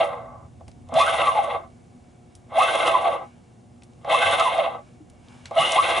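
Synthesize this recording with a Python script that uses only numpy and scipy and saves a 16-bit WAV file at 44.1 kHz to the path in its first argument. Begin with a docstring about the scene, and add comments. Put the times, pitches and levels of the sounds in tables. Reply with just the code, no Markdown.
"""Geared electric actuators on a bulkhead push shift cables in short strokes, a metre from a small camera. On
each stroke the gear whine glides up and down through the ringing housing, over grinding teeth and brush hiss.
Ticks, dull bumps and a faint rubbing fall in and between the strokes. The engine room is close and padded, with
mains hum, two faint machinery tones and a low hull rumble."""
import sys
import numpy as np
from scipy import signal
from scipy.fft import rfft, irfft, next_fast_len
from scipy.io import wavfile
from scipy.ndimage import uniform_filter1d

SR = 44100
rng = np.random.default_rng(int(sys.argv[2]) if len(sys.argv) > 2 else 0)


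def unload_audio(sound):
    """Save the sound as a 16-bit wav file, at the path given as the first command line argument."""
    columns = np.transpose(np.atleast_2d(sound))
    # keep every value between -1 and 1, then stretch to whole-number steps
    steps = np.round(np.clip(columns, -1, 1) * 32767)
    wavfile.write(sys.argv[1], SR, steps.astype(np.int16))


N = 264600
T = np.arange(N) / SR
SIZE = next_fast_len(N + SR)
F = np.arange(SIZE // 2 + 1) * SR / SIZE
LEFT_RIGHT = np.array([[1], [-1]])


def actuators(drive_db=20, air_db=-56):
    """Whine, grinding and knocks shake the housing; brushes and lead screw hiss above it."""
    # Motor runs, the first already slowing, the last a second actuator joining in: on/s, spin-up/s,
    # top mesh rate/Hz, brake/s, slow-down/s, off/s, halt/s, high and low coasting fade/(dB/s),
    # high and low grinding/dB, hiss/dB, whine/dB, overtones/dB
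    runs = [(-1, .065, 1700, -.47, .5, 0.0, .45, 115, 52, -22, -24.5, -38, -41, 3),
            (.935, .065, 1700, 1.167, .29, 1.545, 1.655, 230, 130, -28, -28.5, -45, -46, 4),
            (2.54, .065, 1700, 2.822, .27, 3.13, 3.245, 170, 110, -26.5, -26.5, -44, -46, 3.5),
            (4.08, .065, 1720, 4.341, .25, 4.65, 4.79, 115, 60, -23.5, -27, -42, -47, -5),
            (5.546, .058, 1760, 5.78, .6, 6.5, 6.6, 200, 100, -24.5, -30, -40, -46, 14),
            (5.72, .065, 1710, 6.2, .27, 6.5, 6.6, 200, 100, -33, -34, -53, -46, 3)]
    # Tight spots of the slow gear: t/s, width/s, grinding swell/dB, hiss swell/dB, whine surge/dB
    tight_spots = [(.002, .01, 6, 1, 8), (.028, .012, 7, 1, 5), (.055, .012, 2.5, 4, 1),
                   (.125, .012, 4, 1, 4), (.969, .014, 1, 3, 16), (1.003, .012, 4, 5, 12),
                   (1.022, .012, 1, 1, 10), (1.082, .018, 3, 1, 21), (1.14, .012, 5, 2.5, 13),
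                   (1.207, .017, 5, 3, 17), (1.27, .018, 6, 7, 16), (1.377, .018, 4, 1, 21),
                   (1.443, .01, 1, 7, 1), (1.51, .012, 7, 7, 5), (1.552, .009, 7, 3, 5),
                   (1.64, .018, 5, 1, 1), (2.579, .014, 1, 1, 19), (2.61, .012, 2.5, 1, 14),
                   (2.632, .012, 2.5, 1, 11), (2.688, .015, 4, 2.5, 19), (2.75, .012, 3, 5, 6),
                   (2.82, .016, 4, 2.5, 16), (2.878, .014, 5, 5, 16), (2.953, .014, 2.5, 1, 21),
                   (3.022, .012, 1, 1, 9), (3.052, .011, 5, 1, 14), (3.076, .01, 6, 1, 14),
                   (3.14, .016, 2.5, 5, 3), (3.232, .018, 5, 1, 1), (4.108, .016, 2.5, 1, 13),
                   (4.142, .011, 4, 0, 19), (4.225, .022, 3, 1, 21), (4.272, .016, 5, 4, 13),
                   (4.332, .014, 6, 2.5, 20), (4.405, .014, 6, 3, 21), (4.47, .015, 4, 5, 24),
                   (4.535, .015, 3.5, 1, 5), (4.592, .018, 4, 2.5, 15), (4.647, .01, 7, 1, 5),
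                   (4.745, .014, 6, 1, 3), (5.572, .014, 1, 1, 16), (5.64, .025, 2.5, 1, 13),
                   (5.76, .012, 2.5, 1, 9), (5.788, .014, 0, 0, 14), (5.86, .016, 3.5, 1, 12),
                   (5.908, .014, 5, 4, 14), (5.975, .018, 5, 1.5, 8)]
    swells = np.array([np.exp(-.5 * ((T - s) / width) ** 2) for s, width, *_ in tight_spots])
    grind_swell, hiss_swell, surge = np.array(tight_spots)[:, 2:].T @ swells
    next_starts = [run[0] for run in runs[1:]] + [N / SR]
    high_power = low_power = hiss_power = tone = 0
    for run, next_on in zip(runs, next_starts):
        on, spin, top_hz, brake, slow, off, halt, high_fade, low_fade = run[:9]
        high_db, low_db, hiss_db, whine_db, overtones_db = run[9:]
        mesh_hz, octaves = motion(on, spin, top_hz, brake, slow)
        high_shape = envelope(on + .032, off, halt, high_fade)
        low_shape = envelope(on + .012, off, halt, low_fade)
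        hiss_shape = envelope(on + .045, off, halt, high_fade, rise_db_s=520)
        # Slower gears strike more softly: each octave of braking costs the highs more dB than the lows.
        high_power += undb(high_db + 7 * octaves + high_shape) ** 2
        low_power += undb(low_db + 2.1 * octaves + low_shape) ** 2
        hiss_power += undb(hiss_db + 8.5 * octaves + hiss_shape) ** 2
        tone_db = whine_db + 2.5 * octaves + low_shape + surge * (T < next_on)  # the newest run surges
        tone += whine(mesh_hz, tone_db, overtones_db + 7 * np.log2(mesh_hz / top_hz))
    force = (grinding(high_power, low_power, grind_swell) + tone + knocks()) * undb(drive_db)
    force += undb(air_db) * rng.standard_normal(N)  # air noise keeps the housing faintly ringing
    return housing(force) + overtones_and_drone(force) + brush_hiss(hiss_power, hiss_swell)


def motion(on, spin, top_hz, brake, slow, creep_hz=640, knee=6.0):
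    """Mesh rate and braking in octaves: the motor creeps, spins up, then slows ever more gently."""
    up = 1 - np.exp(-np.maximum(T - on, 0) / spin)
    down = (1 + np.exp(np.minimum(knee * (T - brake) / slow, 99.))) ** (-1 / knee)
    return top_hz * down * np.maximum(up, creep_hz / top_hz), np.log2(down)


def envelope(full, off, halt, fade_db_s, rise_db_s=480, halt_db_s=700):
    """Level in dB: rises until full, fades while coasting, drops at the halt."""
    attack = -rise_db_s * np.maximum(full - T, 0)
    return attack - fade_db_s * np.maximum(T - off, 0) - halt_db_s * np.maximum(T - halt, 0)


def whine(mesh_hz, db, overtones_db, teeth=10., beat=.75, wobble_db=2.5, jitter=.024):
    """Tooth mesh tone, wavering and beating once a turn of the pinion."""
    # Partials: multiple of the mesh rate, level/dB
    partials = [(1, 0.5), (2, -12), (3, -24)]
    phase = 2 * np.pi * np.cumsum(mesh_hz * (1 + jitter * walk(220))) / SR
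    tone = sum(undb(level + (k > 1) * overtones_db + wobble_db * walk(110)) * np.sin(k * phase)
               for k, level in partials)
    return undb(db) * tone * (1 + beat * np.sin(phase / teeth))


def grinding(high_power, low_power, swell_db, crossover_hz=1750):
    """Rough tooth flanks scrape, with separate envelopes for highs and lows."""
    rough = grit(1.9) * undb(1.64 * walk(120))
    low = through(rough, 1 / (1 + (F / crossover_hz) ** 8))
    return ((rough - low) * np.sqrt(high_power) + low * np.sqrt(low_power)) * undb(swell_db)


def knocks(contact_s=.0011):
    """Short blows on the housing as the gears take up slack."""
    # Blows: t/s, level before the drive gain/dB
    blows = [(0.607, -41), (.678, -48), (0.89, -37.5), (0.92, -26), (2.517, -34), (4.046, -29),
             (4.074, -26), (5.51, -25.5)]
    force, pulse = np.zeros(N), np.hanning(int(contact_s * SR))
    for s, db in blows:
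        force[int(s * SR):][:len(pulse)] += pulse * undb(db)
    return force


def housing(force):
    """Housing and mounting plate ring in stereo; neighbouring modes alternate in sign."""
    # Modes: f/Hz, width/Hz, gain/dB, left minus right/dB
    modes = [(125, 160, -27, -5), (245, 66, -24, -3), (354.6, 38, -19.5, -7.5), (490.7, 34.6, -5.5, -1),
             (579.2, 35.2, -2.5, -1.5), (620, 30, -5, -0.5), (666, 26, 2.5, 0.5), (753, 18.8, 2, 1.5),
             (814.8, 22.8, 1, -0.5), (888, 32, -6.5, 2.5), (1016, 36, -3, -2.5), (1141.3, 41, -0.5, -0.5),
             (1284.3, 48, -7.5, -1), (1558, 69.5, -15.5, -3.5), (1960, 54, -10, 4), (2040, 55, -8, -1),
             (2142, 65, -6.5, 1), (2498, 64, -15.5, 2.5), (2637, 84, -12, 0.5), (2773, 130, -11.5, -2),
             (2863, 44, -9, -2), (3153, 110, -13.5, 0.5), (3340, 99, -11, 0), (3632, 100, -12, 1.5),
             (3874, 100, -16, 0), (4174, 390, -26.5, -3.5)]
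    response = sum((-1) ** k * undb(db + LEFT_RIGHT * pan_db / 2) * resonance(hz, width)
                   for k, (hz, width, db, pan_db) in enumerate(modes))
    return through(force, response)


def overtones_and_drone(force):
    """Brief bright bands at the gear whine's overtones, and a low 362 Hz drone during some strokes."""
    # Bands: start/s, end/s, f/Hz, width/Hz, gain/dB
    bands = [(.96, 1.02, 3500, 110, -4.5), (.99, 1.03, 2480, 98, -4), (2.6, 2.65, 2600, 200, -10),
             (2.7, 3.3, 362, 23, -16), (2.87, 2.9, 2750, 130, -3), (4.1, 4.5, 2680, 150, -15),
             (5.58, 5.72, 2900, 90, -4), (5.6, 6.1, 362, 23, -18)]
    out = 0
    for start, end, hz, width, db in bands:
        gate = np.interp(T, [start - .02, start, end, end + .042], [0, 1, 1, 0])
        out += undb(db) * through(force * gate, resonance(hz, width))
    return out


def brush_hiss(power, swell_db):
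    """Bright, fluttering friction of the brushes and lead screw."""
    # Hiss EQ: f/Hz, relative level/dB
    eq = [(2820, -40.5), (4800, 0), (6150, 1.5), (7590, -1.5), (8970, 1.5), (9850, 11.5), (10400, 2.5),
          (10700, -32.5), (13900, -42), (22000, -120)]
    return unit(through(grit(2.8), colour(eq))) * np.sqrt(power) * undb(swell_db + 2.0 * walk(70))


def ticks():
    """Ticks and clacks: noise bursts with a sharp snap and a short tail."""
    # Ticks: t/s, level before filtering/dB, f/Hz, width/Hz, t60/s
    hits = [(.607, -54, 2500, 3000, .06), (0.6804, -44, 4500, 9000, 0.087), (0.715, -47, 4500, 5000, .03),
            (2.3515, -39, 8000, 8000, 0.057), (3.822, -41.5, 2000, 3000, 0.032),
            (3.834, -45, 8000, 10200, 0.062), (3.934, -55.5, 5040, 5000, .03),
            (5.099, -47, 8000, 10000, .03), (5.2845, -42, 2790, 3000, .03), (5.456, -29, 3530, 4330, 0.098),
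            (.888, -48, 4000, 7000, .05), (0.94, -31, 6000, 8000, .06), (1.012, -25.5, 4500, 5000, .05),
            (2.619, -32.5, 5950, 6000, .04), (2.868, -24.5, 3920, 4050, 0.072),
            (4.046, -35, 2400, 2600, .07), (4.097, -38, 7060, 7000, .04), (4.397, -23, 4960, 6000, 0.11),
            (4.579, -40, 5000, 6000, 0.054), (5.51, -36, 2600, 2600, .08), (5.72, -16, 6400, 4000, .05),
            (5.906, -33, 6030, 6000, 0.043)]
    out, t = np.zeros(N), np.arange(4096) / SR
    for s, db, hz, width, t60 in hits:
        burst = rng.standard_normal(len(t)) * (np.exp(-t / 0.002) + 0.45 * 1000 ** (-t / t60))
        edges_hz = [max(hz - width / 2, 500), min(hz + width / 2, 14000.)]
        band = signal.butter(2, edges_hz, "band", fs=SR, output="sos")
        out[int(s * SR):][:len(t)] += undb(db) * signal.sosfilt(band, burst)
    return out


def thuds():
    """Dull bumps through the bulkhead: damped low rings with a soft attack."""
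    # Bumps: t/s, level/dB, f/Hz, t60/s
    bumps = [(0.929, -29, 248.7, .15), (0.952, -32, 147, 0.17), (2.56, -40, 245, .15),
             (1.002, -40, 70, 0.18), (2.6, -42, 107, 0.14), (2.88, -40.5, 57.7, .15),
             (4.11, -42.5, 160, .15), (4.249, -38.5, 94, 0.49), (5.004, -36.5, 305, 0.094),
             (5.13, -51.5, 602, 0.14), (5.592, -31.5, 146.5, 0.18)]
    out, t = np.zeros(N), np.arange(SR // 4) / SR
    attack = 1 - np.exp(-t / 0.003)
    for s, db, hz, t60 in bumps:
        out[int(s * SR):][:len(t)] += undb(db) * attack * 1000 ** (-t / t60) * np.sin(2 * np.pi * hz * t)
    return out


def rubbing():
    """Soft grit, perhaps a cable creeping in its sheath, loudest before the last stroke."""
    # Friction bands: f/Hz, width/Hz, relative level/dB
    bands = [(750, 600, 4), (1490, 200, -10.5), (2230, 90, 4), (2750, 90, -4), (5000, 240, -13),
             (6500, 1500, -24)]
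    # Rubbing fader: t/s, level/dB
    fader = [(0, -74), (.9, -78), (1.7, -71), (2.5, -70), (3.26, -61), (3.6, -76), (4.75, -71), (4.88, -61),
             (5.06, -75), (5.2, -64), (5.3, -56), (5.5, -56.5), (6, -74)]
    eq = sum(undb(db) * resonance(hz, width) for hz, width, db in bands)
    return unit(through(grit(1.5), eq)) * undb(np.interp(T, *np.transpose(fader)) + 1.5 * walk(30))


def walls(x, t60_s=.16, mid_db=-13):
    """Short diffuse echoes off the padded walls, different left and right."""
    # Side EQ of the echoes: f/Hz, gain/dB
    side_eq = [(60, -1.5), (110, -4.5), (190, -4.5), (330, -2.5), (590, -11), (1040, -8), (1840, -4),
               (3260, -13.5), (5770, -47.5), (10200, -5)]
    t = np.arange(int(t60_s * SR)) / SR
    tails = rng.standard_normal((2, SR))[:, :len(t)] * 1000 ** (-t / t60_s) * (t > .002)
    mid, side = rfft(tails / np.sqrt(np.sum(tails ** 2, axis=1, keepdims=True)), SIZE)
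    mono = x.mean(axis=0)
    return through(mono, undb(mid_db) * mid) + LEFT_RIGHT * through(mono, side * colour(side_eq))


def room_tone(level_db=-52.5):
    """The engine room's bed of dark noise and faint hiss, gently wavering."""
    # Room tone EQ: f/Hz, relative level/dB
    eq = [(12, -61), (20, -26.5), (71, -8.5), (123, -4), (207, -9), (243, -2), (263, -10), (360, -17.5),
          (625, -20), (732, -22.5), (1210, -31.5), (2210, -37.5), (4370, -39.5), (7190, -37.5),
          (10700, -41.5), (13900, -74), (22000, -120)]
    # Stereo width: f/Hz, side minus mid/dB
    side_eq = [(60, -21), (110, -14), (190, -12), (330, -0.5), (590, -2), (1040, 1.5), (1840, -3.5),
               (3260, -11), (5770, -15), (10200, -14)]
    mid, side = through(rng.standard_normal((2, N)), colour(eq))
    gain = undb(level_db + walk(4.4)) / np.std(mid)
    return gain * (mid + LEFT_RIGHT * through(side, colour(side_eq)))


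def hum_and_machinery():
    """Mains hum, plus two faint high steady machinery tones; each drifts a little in level and phase."""
    # Tones: f/Hz, rms level/dB
    tones = [(120, -62), (241, -60.5), (361, -67), (481, -72.5), (721, -68), (802, -74), (2256, -84.5),
             (2751, -85)]
    return sum(np.sqrt(2) * undb(db + 2.0 * walk(5.5)) * np.sin(2 * np.pi * (hz * T + 0.05 * walk(8.8)))
               for hz, db in tones)


def rumble(centre_hz=90, width_hz=63):
    """A low drone from the hull that comes and goes, not quite alike left and right."""
    # Rumble fader: t/s, level/dB
    fader = [(0.0, -51), (1.1, -49), (2.1, -59), (2.8, -55), (3.3, -61), (4.3, -56), (4.7, -62), (5.0, -55),
             (6.0, -56)]
    mid, side = through(rng.standard_normal((2, N)), resonance(centre_hz, width_hz) ** 2)
    return (mid + .4 * side * LEFT_RIGHT) / np.std(mid) * undb(np.interp(T, *np.transpose(fader)))


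def grit(scatter_db):
    """Dense uneven impacts between rough surfaces."""
    return unit(rng.standard_normal(N) * undb(scatter_db * rng.exponential(size=N)))


def walk(rate):
    """Random levels held 1 / rate s and slewed twice; spread near 1."""
    k = int(SR / rate)
    steps = np.repeat(rng.standard_normal(N // k + 1), k)
    return 1.259 * uniform_filter1d(uniform_filter1d(steps, k), k)[:N]


def resonance(hz, width):
    """Second-order band-pass, gain 1 at the centre."""
    return 1j * F * width / (hz ** 2 - F ** 2 + 1j * F * width)


def colour(points):
    """Gain at every frequency from (f/Hz, level/dB) points."""
    hz, db = np.transpose(points)
    return undb(np.interp(np.log(F + 1), np.log(hz + 1), db))


def through(x, response):
    return irfft(rfft(x, SIZE) * response, SIZE)[..., :N]


def undb(db):
    return 10 ** (np.asarray(db) / 20)


def unit(x):
    return x / np.sqrt(np.mean(x ** 2))


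def scene():
    """The close machinery and its echoes over the engine room's background."""
    near = actuators() + ticks() + thuds() + rubbing()
    return near + walls(near) + room_tone() + hum_and_machinery() + rumble()


def record(dry):
    """The camera rounds the loudest peaks and cuts the top steeply."""
    ceiling, top_hz = 1.1, 10520
    high_cut = signal.ellip(12, .3, 75, top_hz, fs=SR, output="sos")
    return signal.sosfilt(high_cut, ceiling * np.tanh(dry / ceiling))


dry = scene()
out = record(dry)
unload_audio(out)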